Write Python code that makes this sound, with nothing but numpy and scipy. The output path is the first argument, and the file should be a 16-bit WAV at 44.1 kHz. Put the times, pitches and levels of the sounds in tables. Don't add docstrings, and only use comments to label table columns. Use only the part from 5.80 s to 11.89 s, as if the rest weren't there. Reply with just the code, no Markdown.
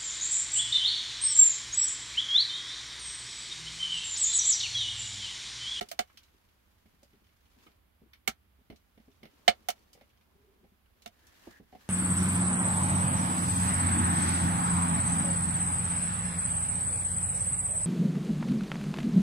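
import sys
import numpy as np
from scipy import signal
from scipy.io import wavfile
from scipy.ndimage import uniform_filter1d

SR = 44100
rng = np.random.default_rng(int(sys.argv[2]) if len(sys.argv) > 2 else 0)


def unload_audio(sound):
    columns = np.transpose(np.atleast_2d(sound))
    steps = np.round(np.clip(columns, -1, 1) * 32767)
    wavfile.write(sys.argv[1], SR, steps.astype(np.int16))


N = 268569
TIME = np.arange(N) / SR
AGE = np.arange(SR // 4) / SR
EAR_LAG_S = 0.0005
STIR_SPREAD_DB = 2


def from_db(db):
    return 10 ** (np.asarray(db) / 20)


def rms_one(x):
    return x / np.sqrt(np.mean(x ** 2) + 1e-20)


def unit_blow(x):
    return rms_one(x) * np.sqrt(0.03 / AGE[-1])


def at_hz(points, hz):
    f, value = np.array(points).T
    return np.interp(np.log(hz), np.log(f), value)


def band(x, low_hz, high_hz, order=3):
    edges = [low_hz, min(high_hz, 0.45 * SR)]
    return signal.sosfilt(signal.butter(order, edges, "band", fs=SR, output="sos"), x)


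def resonance(x, hz, width_hz):
    r = np.exp(-np.pi * width_hz / SR)
    feed = np.array([1, 0, -1]) * (1 - r * r) / 2
    return signal.lfilter(feed, [1, -2 * r * np.cos(2 * np.pi * hz / SR), r * r], x)


def stereo_noise(alike, size):
    mid, side = rng.standard_normal((2, size))
    alike = np.clip(alike, -1, 1)
    return np.sqrt((1 + alike) / 2) * mid + np.sqrt((1 - alike) / 2) * side * [[1], [-1]]


# f/Hz, left-right likeness (1 = identical)
STEREO_LIKENESS = [(60, 0.93), (200, 0.56), (400, 0), (700, 0), (15000, 0.0)]


def coloured(spectrum):
    edges = 20 * 2 ** np.arange(0, 10.1, 0.5)
    noise = np.zeros((2, N))
    for low, high in zip(edges, edges[1:]):
        hz = np.sqrt(low * high)
        white = stereo_noise(at_hz(STEREO_LIKENESS, hz), size=N)
        noise += from_db(at_hz(spectrum, hz)) * band(white, low, high, order=2)
    return rms_one(noise)


def gains(curve):
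    t, *columns = np.transpose(curve)
    inside = (TIME > t[0] - 0.02) & (TIME < t[-1] + 0.02)
    fade = uniform_filter1d(1.0 * inside, SR // 50)
    return [fade * from_db(np.interp(TIME, t, db)) for db in columns]


def above(gain, rest_db):
    return np.sqrt(np.maximum(gain ** 2 - from_db(2 * rest_db), 0))


def add(out, s, blow, right_db, lag_s):
    for channel, delay, gain_db in ((0, lag_s, -right_db / 2), (1, 0, right_db / 2)):
        start = min(N, max(0, round((s + delay) * SR)))
        part = blow[channel, :N - start]
        out[channel, start:start + len(part)] += from_db(gain_db) * part


def at_random(per_s, db, pitches_hz, activity):
    when, size, pitch = rng.random((round(per_s * N / SR), 3)).T
    low, high = pitches_hz
    s = np.interp(when, np.cumsum(activity) / np.sum(activity), TIME)
    return zip(s, db + STIR_SPREAD_DB * (2 * size - 1), low * (high / low) ** pitch)


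def contact(crush_s, walls_db, t60, alike):
    crush = AGE / crush_s * np.exp(1 - AGE / crush_s)
    tail = from_db(walls_db - 60 * AGE / t60) * (1 - np.exp(-AGE / crush_s))
    direct = crush * stereo_noise(alike, size=len(AGE))
    return direct + tail * stereo_noise(alike ** 3, size=len(AGE))


# f/Hz, width/Hz, gain of that resonance/dB
STONE_MODES = [(217.6, 32, 11.5), (409, 31, 8), (570.6, 70, -0.5), (1333, 40, 7), (1500, 62, 1),
               (2166, 70, 7.5), (2314, 68, 6.5), (2770, 90, 3.5), (3015, 110, 9), (3565, 70, 7),
               (4290, 160, 3.5), (5780, 1800, 5), (11900, 860, 4)]


def stone(x):
    for hz, width_hz, db in STONE_MODES:
        x = x + (from_db(db) - 1) * resonance(x, hz, width_hz)
    return x


def ring(hz, t60, rise_s):
    decay = from_db(-60 * AGE / t60)
    return unit_blow(np.sin(2 * np.pi * hz * AGE) * decay * (1 - np.exp(-AGE / rise_s)))


def thud():
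    weight = contact(crush_s=0.0061, walls_db=-6, t60=0.16, alike=0.93)
    return unit_blow(band(weight, 34, 140, order=2))


# f/Hz, level/dB per Hz
AIR_SPECTRUM = [(20, -13.5), (45, -6), (70, 1.5), (95, -6), (135, -16.5), (210, -11), (320, -19),
                (500, -22), (1000, -21), (3000, -26.5), (5500, -35), (8000, -41.5), (11000, -29.5),
                (15000, -32)]
AIR_DB = -68


def air():
    return from_db(AIR_DB) * coloured(AIR_SPECTRUM) * from_db([[-1.2], [1.2]])


GROAN_S, GROAN_HALF_S = 4.68, 0.094
GROAN_HZ, GROAN_WIDTH_HZ, GROAN_DB = 403, 60, -70.5


def groan():
    tone = stereo_noise(0.88, size=N)
    for _ in range(2):
        tone = resonance(tone, GROAN_HZ, GROAN_WIDTH_HZ)
    swell = np.exp(-0.5 * ((TIME - GROAN_S) / GROAN_HALF_S) ** 2)
    return from_db(GROAN_DB) * swell * rms_one(tone)


SCRAPE_REST_DB, GRIND_REST_DB = -82, -79.5
# t/s, scrape level/dB, grinding level/dB (before rest and trims)
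GRIT_MOVEMENT = [(0.0, -63, -57.5), (0.06, -70, -71.5), (0.23, -74.5, -77), (0.66, -77.5, -77),
                 (1.58, -79, -78), (1.86, -71.5, -70.5), (2.0, -82, -77.5), (2.7, -82, -81.5),
                 (3.14, -80, -79), (3.73, -73.5, -69.5), (4.4, -80, -76), (4.72, -80, -74.5),
                 (5.04, -81.5, -79.5), (5.25, -78.5, -73)]


def movement():
    scrape, grind = gains(GRIT_MOVEMENT)
    return above(scrape, SCRAPE_REST_DB), above(grind, GRIND_REST_DB)


SCRAPE_TRIM_DB, GRIND_TRIM_DB = 3, 0.5
HISS_TRIM_DB, AIRY_BAND_TRIM_DB, HISS_LOW_TRIM_DB = 4.5, -0.5, 1
AIRY_BAND_HZ = 1730
GRAINS_PER_S, GRAIN_DECAY_S = 220, 0.0076
# t/s, hiss level/dB, airy band level/dB (before trims)
AIRY_HISS = [(5.33, -80, -83.5), (5.464, -71.5, -70.5), (5.576, -72, -73), (5.686, -65.5, -68),
             (5.778, -72.5, -59.5), (5.82, -85, -85), (6.08, -68, -69.5)]
# f/Hz, level/dB per Hz
GRIT_SPECTRUM = [(600, -14), (1100, -0.5), (1700, -1), (3000, -2.5), (4800, -5), (6500, -7.5),
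                 (8500, -12.5), (13000, -10.5), (16000, -14.5)]
# f/Hz, level/dB per Hz
GRIND_SPECTRUM = [(100, -25), (200, 0), (400, -4), (700, -6.5), (1200, -11), (2500, -52)]


def sliding_and_hiss(scrape, grind):
    hiss, airy_band = gains(AIRY_HISS)
    grainy_gain = from_db(SCRAPE_TRIM_DB) * scrape + from_db(HISS_TRIM_DB) * hiss
    low_gain = from_db(GRIND_TRIM_DB) * grind + from_db(HISS_LOW_TRIM_DB) * hiss
    sizes = from_db(4.3 * np.minimum(rng.exponential(1, N), 3))
    hits = (rng.random(N) < GRAINS_PER_S / SR) * sizes
    grains = rms_one(signal.lfilter([1], [1, -np.exp(-1 / (GRAIN_DECAY_S * SR))], hits + 1e-18))
    grainy_noise = grainy_gain * coloured(GRIT_SPECTRUM) * (0.61 + 0.55 * grains)
    narrow = resonance(stereo_noise(0.18, size=N), AIRY_BAND_HZ, 380)
    narrow = rms_one(resonance(narrow, AIRY_BAND_HZ, 340))
    narrow_noise = from_db(AIRY_BAND_TRIM_DB) * airy_band * narrow
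    return grainy_noise + narrow_noise + low_gain * coloured(GRIND_SPECTRUM)


SNAP_DB, SNAP_AT_HZ, SNAP_DB_PER_OCTAVE = -18, 3500, 6


def tick(hz):
    touch = contact(crush_s=0.0017, walls_db=0.5, t60=0.12, alike=0.14)
    body = from_db(-15) * unit_blow(band(stone(touch), hz / 2.15, hz * 2.07, order=2))
    note = from_db(-21) * unit_blow(resonance(touch, hz, 150))
    snap_db = SNAP_DB + SNAP_DB_PER_OCTAVE * np.log2(hz / SNAP_AT_HZ)
    return body + note + from_db(snap_db) * unit_blow(band(touch, 4300, 16800, order=1))


CRUMBS_PER_S, CRUMB_DB, CRUMB_HZ = 6.1, -64.5, (1420, 5000)
# t/s, level/dB (gain on the tick), f/Hz
PEBBLES = [(0.0865, -43, 5000), (0.298, -53.5, 1150), (0.3724, -42.5, 3240), (0.432, -55, 3960),
           (1.2298, -55.5, 4900), (1.866, -49, 1300), (2.3328, -45.5, 2260), (2.959, -56, 4000),
           (4.13, -50, 4970), (5.22, -52, 4080), (5.4675, -55.5, 5740)]


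def ticks(scrape):
    out = np.zeros((2, N))
    crumbs = at_random(CRUMBS_PER_S, CRUMB_DB, CRUMB_HZ, scrape)
    for s, level_db, hz in [*PEBBLES, *crumbs]:
        add(out, s, from_db(level_db) * tick(hz), right_db=2.0, lag_s=EAR_LAG_S)
    return out


def bump(hz, knock_db):
    push = stone(contact(crush_s=0.0028, walls_db=-4, t60=0.14, alike=0.78))
    body = from_db(-11.5) * unit_blow(band(push, 146, 429))
    note = from_db(-10) * ring(hz, t60=0.073, rise_s=0.001)
    knock = contact(crush_s=0.0035, walls_db=-5.5, t60=0.14, alike=0.15)
    return body + note + from_db(knock_db - 8.5) * unit_blow(band(knock, 456, 810))


THUD_UNDER_BUMP_DB = -18
ROCK_S = 0.023
PINCH_HZ = 2095
NUDGES_PER_S, NUDGE_DB, NUDGE_HZ = 4, -63, (168, 400)
# t/s, level/dB (gain on the bump), f/Hz, knock/dB before an 8.5 dB cut,
# pinched grit/dB against its bump, fall back/dB against the first bump
ROCKING_STONES = [(1.056, -58, 214, -11, -4, -21), (1.228, -56.5, 566, -4, -9, -18.5),
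                  (1.331, -59, 208, -20, -6, -4), (1.864, -55, 322, -9.5, -5.5, -14),
                  (2.217, -50.5, 225, -35.5, -32, -18), (2.787, -62, 235, -24, -16, 0.5),
                  (2.9, -38.5, 243, -9.5, -8.5, -9), (3.175, -54, 217, -8, -5, -3.5),
                  (3.279, -52.5, 255, -12.5, -18, -21), (3.43, -47, 229, -3.5, 1.5, -2),
                  (4.15, -59.5, 487, 0, -1, -1), (4.21, -57.5, 568, 2, 5, -19),
                  (4.84, -55.5, 193, -5, -13.5, -14), (5.671, -42.5, 336, -3.5, -20, -21),
                  (5.799, -46.5, 210.5, -14.5, -21.5, -7.5), (5.926, -48.5, 742, -3, -8.5, 2)]


def bumps(grind):
    out = np.zeros((2, N))
    for s, level_db, hz, knock_db, grit_db, back_db in ROCKING_STONES:
        add(out, s, from_db(level_db + THUD_UNDER_BUMP_DB) * thud(), right_db=0.5, lag_s=0)
        for at, db in ((s, level_db), (s + ROCK_S, level_db + back_db)):
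            add(out, at, from_db(db) * bump(hz, knock_db), right_db=0.5, lag_s=0.0001)
            add(out, at, from_db(db + grit_db) * tick(PINCH_HZ), right_db=3.5, lag_s=EAR_LAG_S)
    for s, db, hz in at_random(NUDGES_PER_S, NUDGE_DB, NUDGE_HZ, grind):
        add(out, s, from_db(db) * bump(hz, knock_db=-16), right_db=-5.0, lag_s=0.0001)
    return out


THUD_UNDER_CLACK_DB = -11
RING_SHARE = 0.72
HOLLOW_LAG_CYCLES = 0.43
CRACK_DB, CRACK_LOW_DB = -10, -13.5
CRACK_LOW_LOSS = 0.3
REBOUND_S = 0.016
CLACK_BAND_EDGES = [180, 450, 1150, 2000, 4500, 9000, 16000]


def clack_thump():
    push = stone(contact(crush_s=0.0035, walls_db=-6.5, t60=0.1, alike=0.93))
    thump = unit_blow(band(push, CLACK_BAND_EDGES[0], CLACK_BAND_EDGES[1]))
    return thump + from_db(THUD_UNDER_CLACK_DB) * thud()


def hollow_rattle(hollow_hz):
    noise = band(contact(crush_s=0.0017, walls_db=-1.5, t60=0.1, alike=0.25), 460, 820)
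    return np.sqrt(1 - RING_SHARE) * unit_blow(resonance(noise, hollow_hz, 210))


def hollow_ring(hollow_hz):
    tone = ring(hollow_hz, t60=0.069, rise_s=0.0024)
    return np.sqrt(RING_SHARE) * tone * np.array([[0.7], [1.2]])


def crack(loss_db):
    edges = CLACK_BAND_EDGES
    low_db = CRACK_LOW_DB - CRACK_LOW_LOSS * loss_db
    band_dbs = [low_db, *(CRACK_DB - loss_db * np.arange(len(edges[4:])))]
    out = np.zeros((2, len(AGE)))
    for db, low, high in zip(band_dbs, edges[2:], edges[3:]):
        t60 = 0.082 * (3000 / low) ** 0.12
        crush = stone(contact(crush_s=0.0016, walls_db=-3, t60=t60, alike=0.16))
        out += from_db(db) * unit_blow(band(crush, low, high, order=4))
    return out


def rebound():
    drop = stone(contact(crush_s=0.0013, walls_db=-2, t60=0.064, alike=0.43))
    return unit_blow(band(drop, 900, 7400, order=1))


# thump/dB, hollow/dB before trims, rebound/dB; treble loss/dB per crack band going up from 2 kHz
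STONE_CLACKS = [(0.0098, -33.5, 718, 1920, -11.5, -7.5, -21, 6.5),
                (0.1138, -38, 674, 2890, -40, -8.5, -31, 1.2),
                (0.1901, -26, 725.5, 1996, -21.5, -7, -30, 5),
                (2.4753, -22.5, 764, 2220, -19.5, -16, -25, 3.5),
                (3.6784, -13, 708, 2100, -28, -8.5, -32.5, 11),
                (3.8857, -29, 719.4, 2950, -27, -5, -12, 1.1),
                (5.259, -41.5, 701, 3760, -14.5, -8, -18.5, 6)]


def clacks():
    out = np.zeros((2, N))
    for s, level_db, hollow_hz, note_hz, thump_db, hollow_db, rebound_db, loss_db in STONE_CLACKS:
        add(out, s, from_db(level_db + thump_db) * clack_thump(), right_db=-0.5, lag_s=0.0003)
        hollow = from_db(level_db + hollow_db + 4) * hollow_ring(hollow_hz)
        add(out, s, hollow, right_db=2.5, lag_s=HOLLOW_LAG_CYCLES / hollow_hz)
        blow = from_db(hollow_db - 2) * hollow_rattle(hollow_hz) + crack(loss_db)
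        blow += from_db(-17.5) * ring(note_hz, t60=0.044, rise_s=0.0006)
        add(out, s, from_db(level_db) * blow, right_db=3.5, lag_s=EAR_LAG_S)
        drop = from_db(level_db + rebound_db) * rebound()
        add(out, s + REBOUND_S, drop, right_db=1.0, lag_s=EAR_LAG_S)
    return out


def scene():
    scrape, grind = movement()
    background = air() + groan()
    return background + sliding_and_hiss(scrape, grind) + ticks(scrape) + bumps(grind) + clacks()


CUTOFF_HZ = 15700


def record(dry):
    return signal.sosfilt(signal.ellip(10, 0.1, 80, CUTOFF_HZ, fs=SR, output="sos"), dry)


dry = scene()
out = record(dry)
unload_audio(out)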